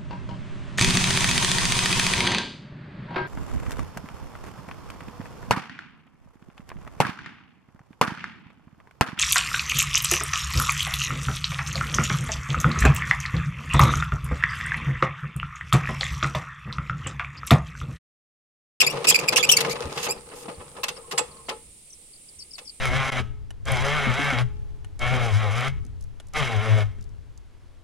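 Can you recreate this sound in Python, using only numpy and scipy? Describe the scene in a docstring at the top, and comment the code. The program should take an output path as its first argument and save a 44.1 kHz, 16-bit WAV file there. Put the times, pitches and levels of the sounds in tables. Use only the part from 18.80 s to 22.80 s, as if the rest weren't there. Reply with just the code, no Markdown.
"""A dry hand crank squeals and chatters in its socket, turning a single-cylinder engine that does not fire.
Steel sticks and slips for the squeals; knocks rattle the socket and thud in the casing, which the gear
teeth shake into a rumble. The crank is pulled out, the flywheel runs down with a faintly singing bearing,
and the crank clacks back into place, ringing. In the village yard around it, insects buzz in fast pulses
and a small bird chirps in falling sweeps."""
import sys
import numpy as np
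from scipy import signal
from scipy.fft import rfft, irfft
from scipy.io import wavfile

SR = 44100
rng = np.random.default_rng(int(sys.argv[2]) if len(sys.argv) > 2 else 0)


def to_wav(sig):
    """Store sig (one row per channel, or 1-D mono) as 16-bit WAV at the path in sys.argv[1].

    Samples outside -1..1 are clipped; the rate is SR.
    """
    pcm = np.clip(np.atleast_2d(sig), -1, 1) * 32767
    pcm = np.round(pcm).astype(np.int16)
    wavfile.write(sys.argv[1], SR, pcm.T)  # frames by channels


N = 176400
CONTACTS_PER_S = 2500


def from_db(db):
    """Decibels to gain."""
    return 10 ** (np.asarray(db) / 20)


def unit_rms(x):
    """Scale to unit power."""
    return x / np.sqrt(np.mean(x ** 2) + 1e-20)


def clock(size=N):
    """Sample times in seconds."""
    return np.arange(size) / SR


def at_hz(points, hz):
    """Read a table on a log-frequency axis."""
    table_hz, value = np.transpose(points)
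    return np.interp(np.log(np.maximum(hz, 1)), np.log(table_hz), value)


def colour(x, spectrum, tilt_db_per_oct=0):
    """Apply a spectrum and a tilt; unit power."""
    hz = np.maximum(np.fft.rfftfreq(x.shape[-1], 1 / SR), 20)
    gain = from_db(at_hz(spectrum, hz) + tilt_db_per_oct * np.log2(hz))
    return unit_rms(irfft(rfft(x) * gain, x.shape[-1]))


def drift(corner_hz, shape):
    """Low-passed random wander; unit power."""
    hz = np.fft.rfftfreq(shape[-1], 1 / SR)
    return unit_rms(irfft(rfft(rng.standard_normal(shape)) / (1 + (hz / corner_hz) ** 2), shape[-1]))


def envelope(t, length_s, rise_s, fall_s):
    """Linear rise, hold until length_s, exponential fall."""
    return np.clip(t / rise_s, 0, 1) * np.exp(-np.maximum(t - length_s, 0) / fall_s)


def add(out, start_s, x):
    """Mix in a short sound."""
    i = max(int(start_s * SR), 0)
    out[:, i:i + x.shape[-1]] += x[..., :N - i]


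def ring(x, hz, t60_s):
    """One mode as a two-pole resonator."""
    radius, angle = from_db(-60 / (t60_s * SR)), 2 * np.pi * hz / SR
    return signal.lfilter([0, np.sin(angle)], [1, -2 * radius * np.cos(angle), radius ** 2], x + 1e-18)


def body(x, modes):
    """Drive a table of modes in alternating polarity; unit power."""
    return unit_rms(sum((-1) ** i * from_db(db) * ring(x, hz, t60_s) / np.sqrt(t60_s)
                        for i, (hz, db, t60_s) in enumerate(modes)))


def contacts(per_s, size=N):
    """Random small impacts, of different strength at each ear."""
    return unit_rms((rng.random(size) < per_s / SR) * rng.standard_normal((2, size)))


def scatter(x, decay_s):
    """A fast-dying spray of reflections of x for each ear."""
    t = clock(SR // 20)
    spray = unit_rms(rng.standard_normal((2, len(t))) * np.exp(-t / decay_s)) / np.sqrt(len(t))
    return signal.fftconvolve(x, spray, axes=1)[:, :N]


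# Likeness of the ears: (frequency [Hz], left-right correlation [0-1])
EAR_CORRELATION = [(25, 0.58), (65, 0.64), (130, 1), (450, 0.91), (1000, 0.61), (2000, 0.071),
                   (5000, 0.059), (15000, 0)]


def spread(pair):
    """Blend two unrelated signals so that the ears agree in the lows only."""
    correlation = at_hz(EAR_CORRELATION, np.fft.rfftfreq(N, 1 / SR))
    angle = np.arcsin(np.clip(correlation, -.99, .99)) / 2
    spectra = rfft(pair)
    return irfft(spectra * np.cos(angle) + spectra[::-1] * np.sin(angle), N)


# Outdoor hush: (frequency [Hz], level [dB])
AIR_SPECTRUM = [(25, 1.5), (70, -3), (130, -6.5), (400, -10), (900, -22), (1600, -25.5), (2200, -15),
                (2600, -14), (4000, -14.5), (5500, -14.5), (6500, -19.5), (12000, -27), (16000, -24)]


def air(hush_db=-57, tone_db=-76):
    """Outdoor hush with a faint, wavering far-off tone."""
    hush = spread(colour(rng.standard_normal((2, N)), AIR_SPECTRUM))
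    tone = unit_rms(ring(rng.standard_normal((2, N)), hz=2196, t60_s=.017))
    return from_db(hush_db) * hush + from_db(tone_db + 3 * drift(3.4, (N,))) * tone


# Insect buzz: (frequency [Hz], level [dB])
INSECT_SPECTRUM = [(5000, -45), (6500, -12), (7400, -10.5), (8200, -6.5), (8800, -0.5), (9250, -3.5),
                   (9800, -10), (10900, -13), (12000, -18), (15000, -45)]


def insects(pulse_hz=327, buzz_db=-52, flutter_db=1.5, chorus_db=-55.5):
    """A high buzz of fast, slightly uneven pulses over the hiss of a farther chorus."""
    cycles = np.cumsum(pulse_hz * (1 + .005 * drift(60, (2, N))), axis=1) / SR
    pulses = sum(np.cos(2 * np.pi * (k * cycles + rng.random())) for k in range(22, 35))
    buzz = colour(pulses, INSECT_SPECTRUM) * from_db(flutter_db * drift(50, (2, N)))
    chorus = colour(rng.standard_normal((2, N)), INSECT_SPECTRUM)
    return from_db(buzz_db) * buzz + from_db(chorus_db) * chorus


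# Near bird's notes: (time [s], start pitch [Hz], level [dB])
BIRD_NOTES = [(2.162, 5740, -43), (3.098, 6400, -50), (3.124, 6460, -45), (3.328, 5250, -51),
              (3.353, 5200, -53.5), (3.48, 5480, -49.5), (3.588, 6140, -39.5), (3.599, 5300, -44),
              (3.614, 5500, -38.5), (3.705, 5700, -44), (3.730, 5850, -38), (3.745, 5260, -40.5),
              (3.849, 6030, -46.5), (3.868, 5520, -38.5), (3.887, 5400, -37.5)]


def birds(note_s=.0167, drop_hz=1220, ear_phase_rad=2.24, scatter_db=3.5):
    """Quick falling notes, smeared by the trees; a farther bird chirps at random."""
    out, t = np.zeros((2, N)), clock(int(note_s * SR))
    far_notes = [(start_s, 5000, -55) for start_s in rng.uniform(1.35, 2.75, 12)]
    for start_s, start_hz, db in BIRD_NOTES + far_notes:
        hz = (start_hz - drop_hz * t / note_s) * (1 + .014 * drift(400, t.shape))
        phase = 2 * np.pi * np.cumsum(hz) / SR
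        note = np.sin(np.pi * t / note_s) * np.sin([phase, phase - ear_phase_rad])
        add(out, start_s, from_db(db) * note)
    return out + from_db(scatter_db) * scatter(out, decay_s=.0061)


def yard_echo(x, t60_s=.27, gap_s=.004, lowpass_hz=4500):
    """Diffuse, dull echoes from trunks and sheds."""
    t = clock(SR // 2)
    tail = rng.standard_normal((2, len(t))) * from_db(-60 * t / t60_s) * (t > gap_s)
    tail = signal.sosfilt(signal.butter(1, lowpass_hz, fs=SR, output="sos"), tail)
    return signal.fftconvolve(x, unit_rms(tail) / np.sqrt(len(t)), axes=1)[:, :N]


# Deep rumble: (frequency [Hz], level [dB])
RUMBLE_SPECTRUM = [(25, -11.5), (55, -1), (80, -5.5), (120, -14.5), (250, -15), (600, -45), (4000, -81)]
# Course of the rumble: (time [s], level [dB])
RUMBLE_LEVELS = [(0, -68), (.7, -59), (1.2, -55), (1.5, -58), (2.3, -59.5), (2.9, -57), (3.149, -74),
                 (4, -72)]
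# Dull bumps: (time [s], length [s], level [dB])
LOW_BUMPS = [(1.042, .03, -30.5), (1.769, 0.033, -40), (3.554, 0.031, -51.5)]


def rumble_and_bumps(bump_hz=78):
    """Deep noise with a few soft thumps, each a low tone plus a swell of that noise."""
    t = clock()
    rumble = spread(colour(rng.standard_normal((2, N)), RUMBLE_SPECTRUM))
    bump_gain = sum(from_db(db) * envelope(np.minimum(t - start_s, 1), length_s, .013, .0091)
                    for start_s, length_s, db in LOW_BUMPS)
    thump = np.sin(2 * np.pi * (bump_hz * t + rng.random())) + .49 * rumble
    return bump_gain * thump + from_db(np.interp(t, *np.transpose(RUMBLE_LEVELS))) * rumble


def bearing(start_s=2.176, level_db=-54.5):
    """A coasting bearing sings: light rubbing through one resonance."""
    tone = unit_rms(ring(spread(rng.standard_normal((2, N))), hz=1075, t60_s=.11))
    return from_db(level_db) * tone * envelope(clock() - start_s, length_s=.42, rise_s=.06, fall_s=.05)


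# Steel contact: (frequency [Hz], level [dB])
STEEL_SPECTRUM = [(30, -71.5), (200, -25), (500, -10.5), (950, -0.5), (1500, -2), (2100, -1.5), (2750, 2.5),
                  (3600, -1), (5000, -1), (8500, -9), (12500, -14), (15500, -31.5)]
# Engine casing: (frequency [Hz], level [dB], t60 [s])
CASING_MODES = [(140.8, -5.5, 0.17), (192.3, -11, 0.11), (387, -9, 0.1), (461, -0.5, 0.17),
                (492, -1.5, 0.13), (565.3, -7.5, 0.0765), (798, -14, 0.14), (859, -8.5, 0.1205),
                (990, -13.5, 0.044), (1076, -21, 0.07), (1225, -10.5, 0.069), (1318, -15.5, 0.1)]
# Its crowded lesser modes: (frequency [Hz], level [dB])
WASH_SPECTRUM = [(30, -25.5), (70, -22), (130, -5), (350, -1.5), (700, -4.5), (1200, -4), (1500, -13),
                 (2400, -10.5), (5000, -20), (15000, -42.5)]
# Gear force, cranked and then running down: (time [s], level [dB])
GEAR_LEVELS = [(0, -32.5), (.5, -32), (.9, -32), (1.1, -34.5), (1.33, -43), (1.43, -47.5), (1.75, -46.5),
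               (1.9, -50), (2.15, -50.5), (2.27, -51.5), (2.5, -50.5), (2.75, -56.5), (2.95, -71),
               (4, -70.5)]


def gears(teeth_per_s=1100, ticks_per_s=50, surge_db=2.5, modes_db=-1, wash_db=-5, tick_db=-13.5):
    """Meshing teeth shake the cast casing in uneven surges; loose parts tick."""
    force = from_db(np.interp(clock(), *np.transpose(GEAR_LEVELS)) + surge_db * drift(32, (N,)))
    modes = force.std() * body(force * spread(contacts(teeth_per_s)), CASING_MODES)
    wash = spread(colour(contacts(CONTACTS_PER_S), WASH_SPECTRUM))
    ticks = scatter(contacts(ticks_per_s)[:1], decay_s=.002)
    ticks = colour(ticks, STEEL_SPECTRUM, tilt_db_per_oct=-1.5)
    return from_db(modes_db) * modes + force * (from_db(wash_db) * wash + from_db(tick_db) * ticks)


def casing_thuds(knocks, lag_s=.00412, modes_db=1, wash_db=-5, highpass_hz=293):
    """The casing answers each knock a moment later."""
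    t, force = clock(), np.zeros(N)
    for start_s, *_, thud_db in knocks:
        age_s = np.minimum(t - start_s - lag_s, .5)
        force += from_db(thud_db) * envelope(age_s, length_s=.022, rise_s=.013, fall_s=.014)
    modes = force.std() * body(force * spread(contacts(CONTACTS_PER_S)), CASING_MODES)
    wash = force * spread(colour(contacts(CONTACTS_PER_S), WASH_SPECTRUM))
    highpass = signal.butter(2, highpass_hz, "high", fs=SR, output="sos")
    return signal.sosfilt(highpass, from_db(modes_db) * modes + from_db(wash_db) * wash)


# Ringing crank: (frequency [Hz], level [dB], t60 [s])
CRANK_MODES = [(2550, -15, 0.089), (3410, -8.5, 0.062), (6800, -6.5, 0.067), (7670, 2.5, 0.11),
               (8840, 2, 0.055), (10400, -4.5, 0.043)]


def crank_seating(start_s=2.381, gain_db=-19, rise_s=.0025):
    """The steel crank rings as it seats."""
    out, t = np.zeros((2, N)), clock(SR // 5)
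    for hz, db, t60_s in CRANK_MODES:
        tone = np.sin(2 * np.pi * (hz * t + rng.random((2, 1)) / 4))
        decay = envelope(t, rise_s, rise_s, fall_s=t60_s / np.log(1000))
        add(out, start_s, from_db(gain_db + db) * tone * decay)
    return spread(out)


# Short resonances of crank and socket: (frequency [Hz], level [dB], t60 [s])
SOCKET_MODES = [(861.7, -1.5, 0.21), (986, 1, 0.046), (1192, -4, 0.078), (1664, -0.5, 0.057),
                (2198, 0.5, 0.052), (2574, 5.5, 0.07), (2743, -5.5, 0.086), (3330, -7, .04),
                (4110, -11.5, 0.039), (4760, -3.5, .03), (5700, -22.5, .04), (6360, 6, 0.023)]
# Steel knocks and scrapes: (time [s], length [s], rattle [dB], tilt [dB/octave], casing thud [dB])
KNOCKS = [(0.022, 0.0097, -19.5, -3.5, -33.5), (0.117, .008, -36, -4, -29.5),
          (0.147, 0.0155, -36, -18, -37.5), (.171, 0.0016, -27.5, -5, -45),
          (0.242, 0.012, -23.5, -2.5, -34), (0.308, 0.0089, -22.5, -2, -39),
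          (0.43, 0.012, -28, -6.5, -31.5), (0.523, 0.013, -21.5, -3.5, -35),
          (0.571, 0.015, -18, 0.5, -36.5), (0.779, 0.015, -24, -2, -40.5), (0.804, 0.0086, -18.5, 2, -49),
          (0.846, 0.0068, -22.5, -6, -27), (0.953, 0.016, -33, -5.5, -54),
          (1.021, 0.0049, -29, -4.5, -37.5), (1.174, 0.013, -27, -2, -37.5), (1.097, 0.071, -46, 0, -50),
          (1.192, 0.047, -36, 1, -45), (1.228, 0.035, -28.5, 3, -36.5), (1.266, 0.0091, -24, -7, -27.5),
          (1.364, 0.0063, -35.5, -14.5, -56), (1.513, 0.013, -41, -10, -39.5),
          (1.551, 0.086, -48.5, 6.5, -49.5), (1.681, 0.012, -32.5, -10, -34.5),
          (1.8, 0.015, -40.5, -10, -44), (1.964, 0.009, -38.5, -7, -37.5), (2.032, 0.013, -23, -2.5, -37.5),
          (2.082, 0.011, -24, 0.5, -38.5), (2.161, 0.019, -49, -6, -44), (2.311, 0.016, -29.5, 0, -31),
          (2.376, 0.017, -21.5, -1.5, -27), (2.684, .008, -31.5, -7, -37), (2.69, 0.0075, -24.5, -2, -33),
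          (3.78, 0.013, -38.5, -0.5, -51)]


def crank_clacks(contacts_per_s=7000, socket_db=-8.5):
    """Each knock is a short rattle of tiny contacts that rings the socket."""
    out, t = np.zeros((2, N)), clock(SR // 5)
    for start_s, length_s, db, tilt, _ in KNOCKS:
        scrape = colour(contacts(contacts_per_s, len(t)), STEEL_SPECTRUM, tilt)
        rattle = scrape * envelope(t, length_s, rise_s=.0025, fall_s=.0051)
        ringing = body(rattle, SOCKET_MODES) * rattle.std()
        add(out, start_s, from_db(db) * (rattle + from_db(socket_db) * ringing))
    return spread(out)


# Squeal harmonics, fundamental first: (level [dB])
HARMONICS_DB = [-2, -5, -7.5, -16, -16.5, -28]
# Stick-slip squeals:
# (time [s], length [s], start pitch [Hz], end pitch [Hz], level [dB], roughness [0-1], tilt [dB/octave])
CRANK_SQUEALS = [(0.0, 0.024, 2778, 2574, -11.5, 0.65, -0.5), (0.034, .020, 3490, 3550, -23.5, 0, -6.5),
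                 (.064, 0.015, 2330, 2380, -14, .08, 2), (.073, 0.01, 2400, 2610, -14, 0, -5.5),
                 (0.098, 0.016, 2700, 2760, -26, 0.19, 0.5), (0.27, 0.019, 2638, 2367, -12, 0.38, -0.5),
                 (0.282, 0.03, 2530, 2445, -10.5, 0.74, 2.5), (.310, 0.022, 3170, 3320, -21, 0.38, -7),
                 (0.342, 0.025, 2515, 2380, -13.5, 0.32, -1), (0.387, .016, 2693, 2150, -25.5, 0.65, 1),
                 (.478, 0.011, 2590, 2630, -21.5, 0.22, -2.5), (0.484, 0.012, 2436, 2346, -10, 0.31, 0.5),
                 (0.558, 0.025, 2857, 2602, -14, 0.8, 0.5), (.588, .027, 3450, 3430, -23.5, 0.22, -6.5),
                 (.627, 0.016, 2330, 2410, -16.5, 0.4, -1), (0.636, 0.019, 2415, 2570, -17, 0.28, -3.5),
                 (0.689, 0.016, 2910, 3030, -10.5, 0.35, -4), (0.701, 0.014, 3530, 3630, -18.5, 0.22, 1.5),
                 (.713, 0.021, 2770, 2700, -12.5, 0.6, 2.5), (0.731, .017, 2720, 2566, -19.5, 0.23, -5),
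                 (.767, 0.012, 2236, 2290, -10.5, 0.3, 4), (0.891, 0.043, 2165, 2253, -28, 0.82, 0),
                 (1.155, 0.0179, 1603, 1577, -42, 0.4, 5.5), (1.284, 0.046, 2213, 2630, -27, 0.12, 3),
                 (2.036, 0.011, 2640, 2760, -28, 0.3, 3.5)]


def crank_squeals(wobble=.022, chatter=.085, flicker_db=5.6, rasp_db=-3, fall_s=.0036):
    """Dry steel sticks and slips: a gliding harmonic tone that breaks into rasp as it gets rough."""
    out, t = np.zeros((2, N)), clock(SR // 10)
    k = np.arange(len(HARMONICS_DB))[:, None] + 1
    for start_s, length_s, start_hz, end_hz, db, roughness, tilt in CRANK_SQUEALS:
        hz = np.interp(t, [0, length_s], [start_hz, end_hz]) * (1 + wobble * drift(100, t.shape))
        hz = hz * (1 + chatter * roughness * drift(600, (2, 1, len(t))))
        cycles = k * np.cumsum(hz, axis=-1) / SR + rng.random((len(k), 1))
        ear_offset_cycles = .23 * rng.standard_normal((2, len(k), 1))
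        phase = 2 * np.pi * (cycles + ear_offset_cycles)
        tilted_db = np.array(HARMONICS_DB)[:, None] + tilt * np.log2(k)
        gains = from_db(tilted_db + flicker_db * drift(130, phase.shape))
        tone = unit_rms((gains * np.sin(phase)).sum(axis=1))
        rasp = colour(contacts(CONTACTS_PER_S, len(t)), STEEL_SPECTRUM, tilt + 5)
        squeal = unit_rms(tone + roughness * from_db(rasp_db) * rasp)
        swell = envelope(t, length_s - fall_s, rise_s=.19 * length_s, fall_s=fall_s)
        add(out, start_s, from_db(db) * squeal * swell)
    return out


def scene(left_lag_s=.00009, echo_db=-19):
    """The engine close by, a little to the right, and the yard around it."""
    crank = crank_squeals() + crank_clacks() + crank_seating()
    left, right = crank + casing_thuds(KNOCKS) + gears() + bearing()
    engine = np.array([np.roll(left, int(left_lag_s * SR)), right])
    return engine + from_db(echo_db) * yard_echo(engine) + rumble_and_bumps() + birds() + insects() + air()


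# Microphone port colour: (frequency [Hz], left minus right [dB])
PORT_BALANCE = [(100, -1.5), (300, 0), (470, 6.5), (800, -5), (1200, 2), (2200, 0.5), (3600, 1.5),
                (5500, 4.5), (7200, -19), (9000, -2.5), (11000, 8), (13000, 3.5), (15500, -4)]


def record(dry, cutoff_hz=15900):
    """Each microphone port has its own colour; peaks are rounded and the top is cut."""
    balance_db = at_hz(PORT_BALANCE, np.fft.rfftfreq(2 * N, 1 / SR))
    gains = from_db(np.array([balance_db, -balance_db]) / 2)
    gains /= np.sqrt(np.mean(gains ** 2, axis=0))
    coloured = irfft(rfft(dry, 2 * N) * gains)[:, :N]
    lowpass = signal.ellip(12, .1, 80, cutoff_hz, fs=SR, output="sos")
    return signal.sosfilt(lowpass, np.tanh(coloured))


dry = scene()
out = record(dry)
to_wav(out)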